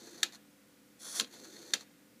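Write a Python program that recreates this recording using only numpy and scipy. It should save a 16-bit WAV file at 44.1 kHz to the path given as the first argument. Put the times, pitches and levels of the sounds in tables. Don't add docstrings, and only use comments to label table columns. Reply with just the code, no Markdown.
import sys
import numpy as np
from scipy import signal
from scipy.fft import rfft, irfft
from scipy.io import wavfile

SR = 44100
rng = np.random.default_rng(int(sys.argv[2]) if len(sys.argv) > 2 else 0)


def output_pcm(signal):
    pcm = np.clip(np.atleast_2d(signal).T, -1, 1) * 32767
    wavfile.write(sys.argv[1], SR, np.round(pcm).astype(np.int16))


N = 97020

# start in seconds, ring gain in dB, crack gain in dB.
REST_HITS_S_DB = [(.2296, -19, -17.5), (1.7351, -20, -18), (1.7388, -29, -28.5)]
# start in seconds, ring gain in dB, crack gain in dB.
STOP_HITS_S_DB = [(1.1968, -22, -21.5), (1.2068, -47, -25), (1.2436, -42.5, -58)]
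# frequency in Hz, relative level in dB, T60 in seconds.
REST_MODES_HZ_DB_S = [(806, -28.5, 0.075), (1312, -23.5, 0.066), (1700, -8.5, 0.03), (2050, -17.5, 0.04),
                      (2462, -7.5, 0.019), (3222, -8.5, 0.044), (3670, 12, .012), (3876, -7, 0.045),
                      (4440, 6, 0.0092), (4386, -5, 0.042), (5580, 0, .012), (5930, -7.5, 0.034),
                      (6200, -25, 0.01), (7070, 2, 0.022), (7150, -13, 0.027), (10150, -18.5, 0.042)]
# frequency in Hz, relative level in dB, T60 in seconds.
STOP_MODES_HZ_DB_S = [(1068, -18.5, 0.077), (1297, -17, 0.079), (1656, -6, 0.023), (2170, -14, 0.03),
                      (3223, 3.5, 0.025), (3500, 10.5, 0.01), (4060, 10.5, 0.013), (4360, 14, 0.0087),
                      (5040, 3.5, 0.015), (5950, 6, .012), (6970, 4.5, 0.011)]
# frequency in Hz, relative level in dB.
CRACK_HZ_DB = [(60, -52), (150, -21), (400, -21), (800, -19), (1000, -20), (1500, 3.5), (2800, 0),
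               (4200, -1), (7000, 3.5), (9500, -7.5), (12000, -11), (16000, -20)]
# frequency in Hz, relative level in dB.
RATTLE_HZ_DB = [(100, -35), (300, -3.5), (600, -3), (1000, -10), (1500, -3.5), (2100, -8.5), (2600, 1.5),
                (3000, -2), (4200, 5), (5200, -5), (7000, -2.5), (8200, -13.5), (12000, -17), (16000, -26)]
# start in seconds, gain in dB.
THUDS_S_DB = [(0.234, -54), (1.1990, -37), (1.2120, -31), (1.738, -47)]
# frequency in Hz, relative level in dB, T60 in seconds.
CASE_MODES_HZ_DB_S = [(257, -14.5, 0.1), (283, -1.5, .028), (452, -1.5, 0.034), (566, -4.5, 0.029)]
# time in seconds, relative rasp level in dB, relative scrape level in dB.
WINDING_S_DB = [(0.98, -80, -81), (0.992, -66, -102), (1.006, -53, -64.5), (1.054, -45, -56.5),
                (1.13, -43.5, -56.5), (1.14, -44, -53), (1.16, -36.5, -47.5), (1.187, -37, -52)]
# frequency in Hz, relative level in dB.
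RASP_HZ_DB = [(100, -58), (1500, -43), (2700, -33), (3400, 1.5), (3850, -7.5), (4350, 2.5), (4900, -7.5),
              (5800, 3), (6600, -1), (7300, -1), (8400, -8), (9800, 1), (11200, -9.5), (16000, -21.5)]
# frequency in Hz, relative level in dB.
SCRAPE_HZ_DB = [(40, -53), (110, -32), (300, -4.5), (550, 4.5), (850, -0.5), (1350, 8), (2000, 3.5),
                (2700, -3), (6000, -35)]
# start and end in seconds, whirr and rumble levels in dB,
# whirr tilt in dB per octave.
RETURNS_S_DB = [(-.1, 0.233, -56, -64.5, 0.5), (1.292, 1.755, -57, -64.5, 0.84)]
# frequency in Hz, relative level in dB.
WHIRR_HZ_DB = [(60, -39), (300, -29), (700, -9.5), (1100, -11), (1850, -6), (2300, -13), (2950, -18.5),
               (3600, -4), (3900, -8), (4300, 1), (4800, -8.5), (5350, -13), (6200, -1.5), (6750, -6.5),
               (7200, -8.5), (8700, -17), (10000, -14.5), (12000, -18.5), (16000, -29)]
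# frequency in Hz, relative level in dB.
RUMBLE_HZ_DB = [(40, -62), (110, -13.5), (200, -16.5), (300, 3), (450, 0), (700, -12), (1500, -56),
                (4000, -78)]
# start in seconds, gain in dB.
TICKS_S_DB = [(.186, -57), (.3222, -48.5), (.3310, -50.5), (0.3386, -51), (.3465, -46.5), (0.3535, -51.5),
              (0.36, -56), (1.272, -55.5), (1.338, -46.5), (1.398, -52.5), (1.450, -46.5), (1.565, -48),
              (1.779, -54), (1.794, -49.5), (1.801, -55), (1.8080, -44.5), (1.8165, -56), (1.8225, -53.5),
              (1.8295, -56.5)]
# frequency in Hz, relative level in dB, T60 in seconds.
GEAR_MODES_HZ_DB_S = [(3730, -9.5, 0.023), (4255, -3, 0.036), (5740, -21, 0.0097)]
# frequency in Hz, relative level in dB.
ECHO_HZ_DB = [(100, 20), (700, 13), (1500, 4), (2700, 6), (4500, -13), (8000, -6.5), (16000, -4.5)]
# frequency in Hz, rms level in dB ahead of the low cut.
HUM_HZ_DB = [(70, -67.5), (120, -81), (206, -71), (292.5, -71), (490, -76.5), (527.5, -77.5), (1447, -83)]
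# frequency in Hz, relative level in dB.
AIR_HZ_DB = [(30, 3.5), (60, -26), (100, -10), (125, -11), (177, -5.5), (263, -1.5), (310, -8),
             (379, -11.5), (505, -16), (600, -16), (874, -20), (2070, -18.5), (3000, -22), (15500, -26.5)]


def clacks(hits, modes, crack_lag_s=0.00046, rattle_db=-17.5):
    body = ring(modes, rise_s=0.0016)
    crack_env = at(crack_lag_s, rise(0.0011) * decay(t60_s=0.022))
    rattle_env = undb(rattle_db) * rise(0.0026) * decay(t60_s=0.16)
    out = 0
    for start_s, ring_db, crack_db in hits:
        crack = crack_env * noise(CRACK_HZ_DB)
        rattle = rattle_env * friction(RATTLE_HZ_DB)
        out += at(start_s, undb(ring_db) * body + undb(crack_db) * (crack + rattle))
    return out


def case_thuds():
    body = ring(CASE_MODES_HZ_DB_S, rise_s=0.0038)
    return sum(at(start_s, undb(db) * body) for start_s, db in THUDS_S_DB)


def wind_up(stop_s=1.199, release_s=0.015, rasp_trim_db=-1.5, scrape_trim_db=-2):
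    t = clock()
    times_s, rasp_db, scrape_db = np.array(WINDING_S_DB).T
    moving = (t > times_s[0]) * np.exp(-np.maximum(t - stop_s, 0) / release_s)
    rasp = friction(RASP_HZ_DB) * undb(np.interp(t, times_s, rasp_db) + rasp_trim_db)
    scrape = friction(SCRAPE_HZ_DB) * undb(np.interp(t, times_s, scrape_db) + scrape_trim_db)
    return moving * (rasp + scrape) * undb(drift(rate_hz=300))


def dial_returns(governor_hz=36, swing_db=0.34, flicker_db=2.3, whirr_up_s=0.046, rumble_up_s=0.062):
    t, halt_s = clock(), 0.014
    turns = np.cumsum(governor_hz * (1 + 0.018 * drift(rate_hz=15))) / SR
    swell = undb(swing_db * np.sin(2 * np.pi * turns) + flicker_db * drift(rate_hz=150))
    out = 0
    for start_s, end_s, whirr_db, rumble_db, tilt_db in RETURNS_S_DB:
        rubbing = friction([(hz, db + tilt_db * np.log2(hz)) for hz, db in WHIRR_HZ_DB])
        whirr = undb(whirr_db) * swell * rubbing * np.clip((t - start_s) / whirr_up_s, 0, 1)
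        rumble = undb(rumble_db) * noise(RUMBLE_HZ_DB) * np.clip((t - start_s) / rumble_up_s, 0, 1)
        out += (whirr + rumble) * np.clip((end_s - t) / halt_s + 0.5, 0, 1)
    return out


def gear_ticks(rise_s=0.0006, ring_db=1):
    body = undb(ring_db) * ring(GEAR_MODES_HZ_DB_S, rise_s)
    burst_env = rise(rise_s) * decay(t60_s=0.039)
    return sum(at(start_s, undb(db) * (body + burst_env * noise(WHIRR_HZ_DB)))
               for start_s, db in TICKS_S_DB)


def room(x, early_db=-7, late_db=-16.5, rise_s=0.011):
    early = unit(noise(ECHO_HZ_DB) * rise(rise_s) * decay(t60_s=0.057))
    late = unit(noise(ECHO_HZ_DB) * rise(rise_s) * decay(t60_s=0.62))
    echoes = (undb(early_db) * early + undb(late_db) * late) / np.sqrt(N)
    return signal.fftconvolve(x, echoes)[:N]


def background(air_db=-62, waver_db=0.81, waver_rad=0.2):
    hum = 0
    for hz, db in HUM_HZ_DB:
        amplitude = np.sqrt(2) * undb(db + waver_db * drift(rate_hz=2.5))
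        hum += amplitude * np.sin(2 * np.pi * hz * clock() + waver_rad * drift(rate_hz=6.7))
    return hum + undb(air_db) * noise(AIR_HZ_DB)


def ring(modes, rise_s, lag_exponent=0.59):
    median_hz = np.median([mode[0] for mode in modes])
    out = 0
    for hz, db, t60_s in modes:
        envelope = rise(rise_s * (hz / median_hz) ** lag_exponent) * decay(t60_s)
        out += undb(db) * envelope * np.sin(2 * np.pi * hz * clock())
    return out


def friction(spectrum, slips_per_s=4600):
    slips = (rng.random(N) < slips_per_s / SR) * np.sign(rng.standard_normal(N))
    size_db = np.minimum(rng.exponential(size=N), 5)
    return colour(slips * undb(size_db), spectrum)


def noise(spectrum):
    return colour(rng.standard_normal(N), spectrum)


def colour(x, spectrum):
    hz, db = np.array(spectrum).T
    bins_hz = np.maximum(np.fft.rfftfreq(N, 1 / SR), 1)
    gain = undb(np.interp(np.log(bins_hz), np.log(hz), db))
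    return unit(irfft(rfft(x) * gain, N))


def drift(rate_hz):
    knots = rng.standard_normal(1000)
    return np.interp(clock() * rate_hz, np.arange(len(knots)), knots)


def rise(rise_s):
    return 1 - np.exp(-np.square(clock() / rise_s))


def decay(t60_s):
    return np.exp(-np.log(1000) * clock() / t60_s)


def at(start_s, x):
    return np.concatenate([np.zeros(int(start_s * SR)), x])[:N]


def clock():
    return np.arange(N) / SR


def undb(db):
    return 10 ** (np.asarray(db) / 20)


def unit(x):
    return x / np.sqrt(np.mean(x ** 2))


def scene(blow_send_db=-8):
    blows = clacks(REST_HITS_S_DB, REST_MODES_HZ_DB_S) + clacks(STOP_HITS_S_DB, STOP_MODES_HZ_DB_S)
    blows += case_thuds()
    works = gear_ticks() + dial_returns() + wind_up()
    echoes = room(undb(blow_send_db) * blows + works)
    return (blows + works + echoes + background())[None]


def record(dry, low_cut_hz=122.7, high_cut_hz=15400):
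    thin = signal.sosfilt(signal.butter(4, low_cut_hz, "high", fs=SR, output="sos"), dry)
    return signal.sosfilt(signal.ellip(10, 0.2, 70, high_cut_hz, fs=SR, output="sos"), thin)


dry = scene()
out = record(dry)
output_pcm(out)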